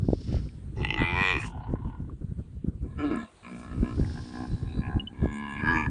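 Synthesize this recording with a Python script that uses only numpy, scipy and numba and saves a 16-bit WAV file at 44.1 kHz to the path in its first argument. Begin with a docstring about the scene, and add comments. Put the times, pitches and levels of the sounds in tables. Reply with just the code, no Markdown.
"""Gusty wind buffets the microphone; then, a few steps away in a dry, open pen, a camel bellows,
creaks, grunts, rattles and moans. Slow slaps of its vocal folds ring a long throat whose shape
changes with the mouth. Teeth squeak twice, wet lips tick, nostrils hiss and something scuffs the
straw. Sand and bodies scatter a short echo, and the open air rushes faintly behind it all."""
import sys
import numpy as np
from scipy import signal
from scipy.fft import rfft, irfft, next_fast_len
from scipy.io import wavfile
from scipy.ndimage import uniform_filter1d, map_coordinates
from numba import njit

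SR = 44100
rng = np.random.default_rng(int(sys.argv[2]) if len(sys.argv) > 2 else 0)


def dump_mix(stems):
    """Bounce the given channels to the path in sys.argv[1] as a 16-bit WAV at rate SR."""
    frames = np.atleast_2d(stems).T  # one column per channel
    limited = np.clip(frames, -1, 1)  # hard clip at full scale
    pcm = np.round(limited * 32767).astype(np.int16)
    wavfile.write(sys.argv[1], SR, pcm)


N = 260190
TIME_S = np.arange(N) / SR


def amp(db):
    """Decibels to gain."""
    return 10 ** (np.asarray(db) / 20)


def unit(x):
    """Scaled to rms 1."""
    return x / np.sqrt(np.mean(x ** 2) + 1e-20)


def curves(rows):
    """One value per sample for each column after the time."""
    times_s, *columns = np.transpose(rows)
    return [np.interp(TIME_S, times_s, column) for column in columns]


def plateau(start_s, end_s, edge_s):
    """1 from start to end, with a linear ramp outside each."""
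    return np.interp(TIME_S, [start_s - edge_s, start_s, end_s, end_s + edge_s], [0, 1, 1, 0])


def wobble(rate_hz):
    """A smooth random curve, rate_hz knots a second."""
    return map_coordinates(rng.standard_normal(int(N * rate_hz / SR) + 4), [TIME_S * rate_hz])


def coloured(x, spectrum):
    """x through (Hz, dB) points joined on a log axis."""
    size = next_fast_len(N + 8192)
    hz, db = np.transpose(spectrum)
    gain = amp(np.interp(np.log(np.fft.rfftfreq(size, 1 / SR) + 1), np.log(hz + 1), db))
    return irfft(rfft(x, size) * gain, size)[..., :N]


def noise(spectrum):
    """Coloured noise at rms 1."""
    return unit(coloured(rng.standard_normal(N), spectrum))


@njit
def resonate(x, hz, width_hz):
    """A sharp band-pass, then a broader one that steepens its skirts; retuned every 32 samples."""
    y, z = np.zeros(len(x)), np.zeros(len(x))
    r = q = c = 0.
    for n in range(2, len(x)):
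        if n == 2 or n % 32 == 0:
            r = np.exp(-np.pi * width_hz[n] / SR)
            q = r ** 2.2
            c = 2 * np.cos(2 * np.pi * hz[n] / SR)
        y[n] = (1 - r) * (x[n] - x[n - 2]) + r * c * y[n - 1] - r * r * y[n - 2]
        z[n] = (1 - q) * (y[n] - y[n - 2]) + q * c * z[n - 1] - q * q * z[n - 2]
    return z


# Air rush. Each row: frequency in Hz, relative density in dB.
AIR_SPECTRUM = [(180, -33.5), (300, -9), (1020, -15.5), (4170, -28), (5370, -39), (9170, -27.5),
                (10500, -45.5)]
# Its swell. Each row: time in seconds, level in dB.
AIR_LEVELS = [(0, -73), (.6, -69.5), (1.6, -84), (2.45, -73), (2.7, -78.5), (3.4, -64.5), (3.8, -65),
              (4.3, -63.5), (5.1, -71.5), (5.9, -66)]


def open_air():
    """The faint rush of open air, in patches of random strength."""
    bins = signal.stft(rng.standard_normal(N), nperseg=512)[2]
    patches = uniform_filter1d(rng.standard_normal(bins.shape), size=8, axis=0)
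    patches = uniform_filter1d(patches, size=12, axis=1)
    patchy = signal.istft(bins * amp(2 * unit(patches)), nperseg=512)[1][:N]
    return amp(curves(AIR_LEVELS)[0]) * unit(coloured(patchy, AIR_SPECTRUM))


# Buffeting between gusts. Each row: time in seconds, level in dB.
WIND_LEVELS = [(0, -31.5), (.29, -39), (.5, -40), (.9, -34), (1.38, -38.5), (1.85, -37.5), (2.15, -44.5),
               (2.55, -40.5), (3.1, -39.5), (3.33, -68), (3.74, -41.5), (4.25, -45), (4.6, -40.5),
               (4.95, -34), (5.15, -49.5), (5.36, -55), (5.66, -34.5), (5.9, -34.5)]
# Gusts. Each row: peak time in seconds, level in dB.
GUSTS = [(.13, -25), (0.348, -21), (1.02, -25.5), (1.741, -26), (2.018, -36), (2.22, -30), (2.392, -33),
         (2.685, -31), (2.756, -30), (2.83, -34), (3.818, -25), (4.01, -21), (4.144, -27.5), (4.54, -29),
         (4.63, -34), (4.778, -23.5), (4.881, -27), (4.962, -25), (5.252, -24)]
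# Wind on the port. Each row: frequency in Hz, relative density in dB.
RUMBLE_SPECTRUM = [(12, -37), (28, -15), (50, -4.5), (75, -4.5), (130, -8), (250, -23), (500, -60),
                   (1000, -78.5)]
FLAP_SPECTRUM = [(60, -63), (150, -11), (250, 0), (450, -13.5), (800, -36.5), (1500, -37.5), (4000, -100)]


def wind(rise_db_per_s=292, fall_db_per_s=282.5):
    """Lumpy rumble on the microphone port; strong gusts flap brighter."""
    level_db = curves(WIND_LEVELS)[0]
    for peak_s, peak_db in GUSTS:
        since_s = TIME_S - peak_s
        slope = np.where(since_s < 0, rise_db_per_s, -fall_db_per_s)
        level_db = np.maximum(level_db, peak_db + slope * since_s)
    lumps_db = 6.5 * np.tanh(wobble(25))
    rumble = amp(level_db + .5 + lumps_db) * noise(RUMBLE_SPECTRUM)
    flap_db = 1.2 * level_db - 7.6 + lumps_db + 7 * np.tanh(wobble(60))
    return rumble + amp(flap_db) * noise(FLAP_SPECTRUM)


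# Sharp eddies. Each row: centre in seconds, level in dB, thump frequency in Hz, crack weight in dB.
EDDIES = [(0.032, -15, 103.6, -43), (0.088, -14, 196, -5.5), (0.104, -24, 170, -1.5), (0.133, -14, 295, -5),
          (0.328, -20.5, 170, -10), (0.344, -18.5, 89.5, -5.5), (.369, -14.5, 68.6, -17),
          (1.02, -19, 221.8, -4.5), (1.218, -17.5, 139, -43), (1.739, -19, 188.3, -2.5),
          (2.004, -23, 150, -19.5), (2.247, -20.5, 109, -29), (2.323, -22, 114, -27),
          (2.647, -20, 191, -28.5), (2.685, -17.5, 160, -27.5), (3.832, -14, 171, -19),
          (3.998, -16.5, 200.1, -13), (4.795, -16.5, 145.4, -34), (4.97, -14, 174, -41),
          (5.23, -20, 150, -7), (5.258, -21.5, 203, 4), (5.638, -18, 160, -15)]


def eddies(crack_hz=430):
    """Single eddies suck the microphone membrane back: a thump with a narrower crack in it."""
    half = SR // 40
    out, t = np.zeros(N + SR), np.arange(-half, half) / SR
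    dip = lambda u: (2 * u ** 2 - 1) * np.exp(-u ** 2)
    for centre_s, db, hz, crack_db in EDDIES:
        pulse = dip(np.pi * hz * t) + amp(crack_db - 3) * dip(np.pi * crack_hz * t)
        out[round(centre_s * SR):][:len(t)] += amp(db) * pulse
    return out[half:][:N]


def ground_echo(x, rt60_s=.07, gain_db=-13):
    """Sand and bodies scatter a short, weak tail."""
    t = np.arange(SR // 10) / SR
    tail = rng.standard_normal(len(t)) * amp(-60 * t / rt60_s)
    return amp(gain_db) * signal.fftconvolve(x, tail / np.linalg.norm(tail))[:N]


# Straw, nostril and lip hisses. Each row: centre in seconds, half length in seconds, level in dB.
SCUFFS = [(.34, 0.074, -62)]
SNORTS = [(0.27, 0.19, -64), (4.224, 0.33, -64)]
RASPS = [(1.44, 0.054, -62), (3.6, 0.086, -73)]
# Their colours. Each row: frequency in Hz, relative density in dB.
STRAW_SPECTRUM = [(700, -20), (1300, 13.5), (3000, 6), (5000, -27)]
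NOSE_SPECTRUM = [(3000, -13.5), (3800, -10), (4500, -7.5), (5200, -4), (5800, -13), (6300, -19),
                 (10000, -30)]
LIP_SPECTRUM = [(4000, -11), (6800, -8), (8800, -9), (10000, -16.5)]


def hiss(swells, spectrum):
    """Scuffed straw, or air through nostrils or wet lips: soft noise that swells and fades."""
    swell = sum(amp(db) * np.exp(-((TIME_S - at_s) / half_s) ** 2) for at_s, half_s, db in swells)
    flutter = amp(2 * wobble(70))
    return swell * flutter * noise([(20, -94.5)] + spectrum)


# Wet ticks. Each row: start in seconds, level in dB, frequency in Hz.
LIP_TICKS = [(0.49, -47.5, 2370), (2.096, -40.5, 1120), (3.16, -41.5, 8500), (4.047, -39.5, 1920),
             (4.097, -39.5, 1610)]


def lip_ticks(decay_cycles=3.42):
    """Wet lips tick, each time a few quickly dying cycles."""
    out, t = np.zeros(N), np.arange(SR // 40) / SR
    for start_s, db, hz in LIP_TICKS:
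        envelope = (1 - np.exp(-hz * t)) * np.exp(-hz * t / decay_cycles)
        out[round(start_s * SR):][:len(t)] += amp(db) * envelope * np.sin(2 * np.pi * hz * t)
    return out


# Squeaks. Each row: start in seconds, level in dB, frequency in Hz, rise and length in seconds.
TOOTH_SQUEAKS = [(4.996, -38, 2866, 0.0011, 0.014), (5.071, -39.5, 3020, 0.0033, 0.012)]


def teeth():
    """Molars slip on each other with a short, pure squeak."""
    out, t = np.zeros(N), np.arange(SR // 20) / SR
    for start_s, db, hz, rise_s, length_s in TOOTH_SQUEAKS:
        envelope = np.clip(t / rise_s, 0, 1) * np.exp(-(t / length_s) ** 4)
        out[round(start_s * SR):][:len(t)] += amp(db) * envelope * np.sin(2 * np.pi * hz * t)
    return out


# Spans where the folds settle. Each row: start and end in seconds, roughness from 0 to 1.
STEADY_SPANS = [(.85, 1.03, .2), (1.06, 1.35, .06), (1.55, 2.2, .72), (2.99, 3.07, .2), (3.12, 3.2, .5),
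                (3.43, 4.98, .17), (5.21, 5.55, .08), (5.64, 5.83, .1)]


def vocal_folds(pitch_hz, hoarse=.85, settle_s=.07, jitter=.2, scatter_db=6):
    """The folds slap and gate the air once a cycle; roughness unsettles timing and slap strength."""
    roughness = np.min([hoarse - (hoarse - settled) * plateau(start_s, end_s, settle_s)
                        for start_s, end_s, settled in STEADY_SPANS], axis=0)
    cycles = np.cumsum(pitch_hz * (1 + jitter * roughness * wobble(60))) / SR
    at = np.flatnonzero(np.diff(np.floor(cycles)))
    slaps = np.zeros(N)
    slaps[at] = amp(scatter_db * roughness[at] * wobble(90)[at]) * np.sqrt(SR / pitch_hz[at])
    phase = cycles % 1
    air_gate = unit(.15 + np.sqrt(phase) * np.exp(-5 * phase))
    return slaps, air_gate, roughness


def breathy(slaps, air_gate, air_share):
    """Slaps blended by power with the air that rushes through the folds."""
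    return np.sqrt(1 - air_share) * slaps + np.sqrt(air_share) * air_gate * rng.standard_normal(N)


# Throat and mouth shapes, nine resonances each.
# Each row: frequency in Hz, width in Hz before clipping, relative level in dB.
GAPE = [(818, 63, 7.5), (1107, 990, -2.5), (2028, 98, 13.5), (2750, 340, 5.5), (3560, 300, -9),
        (4040, 250, -8), (5470, 870, -21), (6660, 220, -22), (8500, 510, -38)]
SWELL = [(860, 81, 3.5), (1320, 700, -4.5), (1972, 70, 8), (2377, 120, 4), (3300, 900, -12),
         (4400, 420, -26), (5600, 1600, -31.5), (8120, 400, -30.5), (9070, 190, -26)]
ROAR = [(1056, 303, 2.5), (1420, 500, -7.5), (1915, 113, 11), (2446, 158, 3), (3400, 1100, -12.5),
        (4300, 250, -19), (5660, 990, -26.5), (7300, 750, -29.5), (8810, 140, -24.5)]
CREAK = [(870, 170, 29), (1474, 68, 21), (1722, 1300, 6.5), (3020, 1500, 1.5), (3346, 250, -35),
         (4100, 680, -10.5), (5200, 360, -60), (6270, 600, -63), (8600, 600, -44)]
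GRUNT = [(604, 193, -10.5), (1053, 69, -6), (1317.6, 96, -5.5), (1712, 90, -11), (2324.5, 164, -15.5),
         (2800, 190, -25.5), (3830, 450, -28), (4900, 180, -35), (7300, 1440, -43)]
MOAN = [(724.5, 112, -9.5), (1037, 66, -13), (1632.3, 127, -10), (2400, 207, -36), (2629, 63, -41.5),
        (3964, 150, -36.5), (4600, 90, -45.5), (6900, 660, -65), (8900, 290, -60)]
HUM = [(805, 190, 4), (1016, 105, 11), (1654, 74, 16), (2240, 148, 4), (2778, 89, -2), (3510, 550, -12.5),
       (4770, 200, -19), (7200, 263, -32), (8580, 430, -33.5)]
BRAY = [(885.4, 90.7, 15), (1184, 76.5, 9), (1675.5, 101, 17.5), (2370, 196, -3), (3010, 200, -18.5),
        (3680, 170, -18.5), (4810, 300, -21), (6600, 560, -44.5), (9170, 440, -28.5)]
# Moves to the next shape. Each row: start in seconds, glide in seconds.
MOUTH_MOVES = [(.95, .07), (1.1, .17), (1.41, .1), (2.5, .1), (3.97, .03), (5.11, .03), (5.612, .01)]
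# Lowest resonance, rising in the creak. Each row: time in seconds, frequency ratio (end values hold).
LOWEST_BEND = [(1.5, 1.06), (1.56, 0.95), (1.78, 1.14), (1.98, 1.08)]


def mouth_resonances():
    """Yields each resonance's frequency, width and level as the mouth glides from shape to shape."""
    shapes = [GAPE, SWELL, ROAR, CREAK, GRUNT, MOAN, HUM, BRAY]
    place = sum(np.clip((TIME_S - start_s) / glide_s, 0, 1) for start_s, glide_s in MOUTH_MOVES)
    for k, mode in enumerate(np.transpose(shapes, (1, 2, 0))):
        hz, width_hz, db = [np.interp(place, np.arange(len(shapes)), column) for column in mode]
        if k == 0:
            hz *= curves(LOWEST_BEND)[0]
        yield hz, np.clip(width_hz, 75, 700), db


# Resonance accents. Each row: start in seconds, hold in seconds, centre in Hz, gain in dB.
ACCENTS = [(0.754, 0.064, 2100, -19), (0.751, 0.04, 3200, -19), (3.441, 0.11, 2260, 9.5),
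           (3.476, 0.25, 4900, 10), (4.505, 0.3, 4300, 21.5), (4.687, 0.19, 2400, 18),
           (5.336, 0.051, 7980, 27.5), (5.501, 0.038, 7826, 22.5), (5.765, 0.077, 2400, 13.5),
           (5.797, .05, 1664, -10), (5.737, 0.14, 6817, 19.5)]


def accent_db(hz, edge_s=.03, reach_octaves=.22):
    """Resonances near one frequency open up or close for a moment."""
    total_db = np.zeros(N)
    for start_s, hold_s, centre_hz, db in ACCENTS:
        nearness = np.exp(-(np.log2(hz / centre_hz) / reach_octaves) ** 4)
        total_db += db * nearness * plateau(start_s, start_s + hold_s, edge_s)
    return total_db


# Hard single slaps. Each row: time in seconds, relative level in dB.
HARD_SLAPS = [(0.848, -28.5), (0.905, -29), (0.942, -30), (0.976, -37), (5.862, -30)]


def mouth(slaps, air_gate, roughness, level):
    """Slaps and air ring throat and mouth; every resonance flickers as wet tissue moves."""
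    hard_slaps, out, power = np.zeros((3, N))
    for at_s, db in HARD_SLAPS:
        hard_slaps[round(at_s * SR)] = amp(db + 29)
    for k, (hz, width_hz, db) in enumerate(mouth_resonances()):
        # Higher resonances are hoarser.
        air_share = np.clip(roughness * (1 + .1 * k) + min(.006 * k ** 2, .2), 0, .95)
        flicker_db = (1.3 + .4 * k + 3 * roughness) * wobble(14)
        flesh = np.hanning(int(1.3 * SR / hz.max()) + 2)  # softens each slap
        drive = level * breathy(slaps, air_gate, air_share) + hard_slaps
        softened = np.convolve(drive, 1.33 * flesh / flesh.sum(), 'same')
        ringing = resonate(softened, hz * (1 + .014 * wobble(12)), width_hz)
        polarity = (-1) ** max(k, 1)
        out += polarity * amp(db + accent_db(hz) + flicker_db) * ringing
        power += amp(2 * db) * width_hz * np.pi / SR
    return out / np.sqrt(power)


# One list per call: bellow, creak, grunt, rattle, moan. 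Each row: time in seconds, pitch in Hz,
# mouth level in dB, neck resonance in Hz, relative neck level in dB.
CALLS = [
    [(.77, 80, -46, 390, -45), (.812, 64.5, -39.5, 360, -36.5), (.85, 53.38, -38, 332, -46),
     (.96, 53.82, -38, 305, -34), (.99, 83.45, -30, 313, -43), (1.12, 86.6, -28.5, 338, -39),
     (1.23, 95.4, -23, 408, -39.5), (1.31, 91.6, -21, 420, -40.5), (1.37, 68.4, -29.5, 322, -31.5),
     (1.43, 61.2, -37.5, 336.8, -67), (1.515, 39.76, -50, 336, -73)],
    [(1.52, 39.37, -46.5, 341, -90), (1.6, 33.04, -46.5, 339.2, -89), (1.96, 37.94, -51, 348, -82),
     (2.07, 36.32, -62.5, 343, -87)],
    [(2.85, 142, -67.5, 315.4, -88), (2.965, 143, -66.5, 313.7, -77), (2.99, 150.3, -41, 312, -31.5),
     (3.055, 148.7, -41.5, 284, -22), (3.09, 134.5, -47.5, 286, -34), (3.115, 96.1, -38.5, 277.2, -20.5),
     (3.17, 74.86, -41, 233, -22.5), (3.25, 61.5, -52, 220, -42), (3.31, 61.5, -68, 215.7, -75)],
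    [(3.44, 61.1, -56.5, 217.3, -46), (3.53, 59.1, -63.5, 215, -31), (3.63, 60.1, -54, 233.2, -39.5),
     (3.85, 61.77, -62.5, 258, -32.5), (4.2, 60.05, -56.5, 238, -38.5), (4.42, 62.37, -55, 248, -32),
     (4.6, 62.96, -58.5, 246, -44), (4.87, 65.07, -51.5, 223, -36.5), (5.0, 61.58, -53.5, 225.7, -33.5),
     (5.12, 62.54, -61, 225, -48)],
    [(5.13, 64, -58.5, 238, -38.5), (5.25, 72.68, -45.5, 251.2, -35), (5.34, 73.28, -42.5, 224.2, -30.5),
     (5.56, 70.22, -41, 231.7, -36), (5.62, 75.8, -36.5, 246, -30), (5.68, 79.42, -21.5, 254.9, -24),
     (5.73, 84, -23, 262.5, -23), (5.8, 75.98, -25, 251.5, -26), (5.85, 74.6, -33.5, 238.4, -36),
     (5.9, 73.2, -52, 230.6, -70)],
]
# Shoves that push the rattle out louder. Each row: start in seconds, hold in seconds, mouth gain in dB.
HEAVES = [(3.453, 0.11, 7), (3.71, 0.013, 5.5), (3.841, 0.08, 14.5), (4.016, 0.056, 6.5),
          (4.169, 0.015, 12), (4.35, 0.1, 11.5), (4.833, 0.15, 8.5)]


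def camel(neck_heave_share=.16):
    """The vocal folds drive the mouth and one low neck resonance through five calls."""
    pitch_hz, mouth_db, neck_hz, neck_db = curves(sum(CALLS, []))
    slaps, air_gate, roughness = vocal_folds(pitch_hz)
    sounding = np.max([plateau(call[0][0], call[-1][0], edge_s=.02) for call in CALLS], axis=0)
    heave_db = np.max([db * plateau(at_s, at_s + hold_s, edge_s=.028)
                       for at_s, hold_s, db in HEAVES], axis=0)
    voice = mouth(slaps, air_gate, roughness, level=sounding * amp(mouth_db + heave_db))
    neck_level = sounding * amp(neck_db + neck_heave_share * heave_db + 19)
    neck_drive = neck_level * breathy(slaps, air_gate, air_share=.37 * roughness)
    return voice + resonate(neck_drive, neck_hz, .22 * neck_hz)


def scene():
    """Animal, straw, their scattered echo, wind and air, in mono."""
    near = camel() + teeth() + lip_ticks()
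    near += hiss(SCUFFS, STRAW_SPECTRUM) + hiss(SNORTS, NOSE_SPECTRUM) + hiss(RASPS, LIP_SPECTRUM)
    return (near + ground_echo(near) + wind() + eddies() + open_air())[None]


# Microphone response. Each row: frequency in Hz, gain in dB.
MIC_RESPONSE = [(100, 0), (9500, 9), (10600, 1.5)]


def record(dry, limit_hz=10640):
    """The microphone lifts the treble, then rolls off and cuts steeply at its band limit."""
    return coloured(coloured(dry, MIC_RESPONSE), [(limit_hz, 0), (limit_hz + 20, -70)])


dry = scene()
out = record(dry)
dump_mix(out)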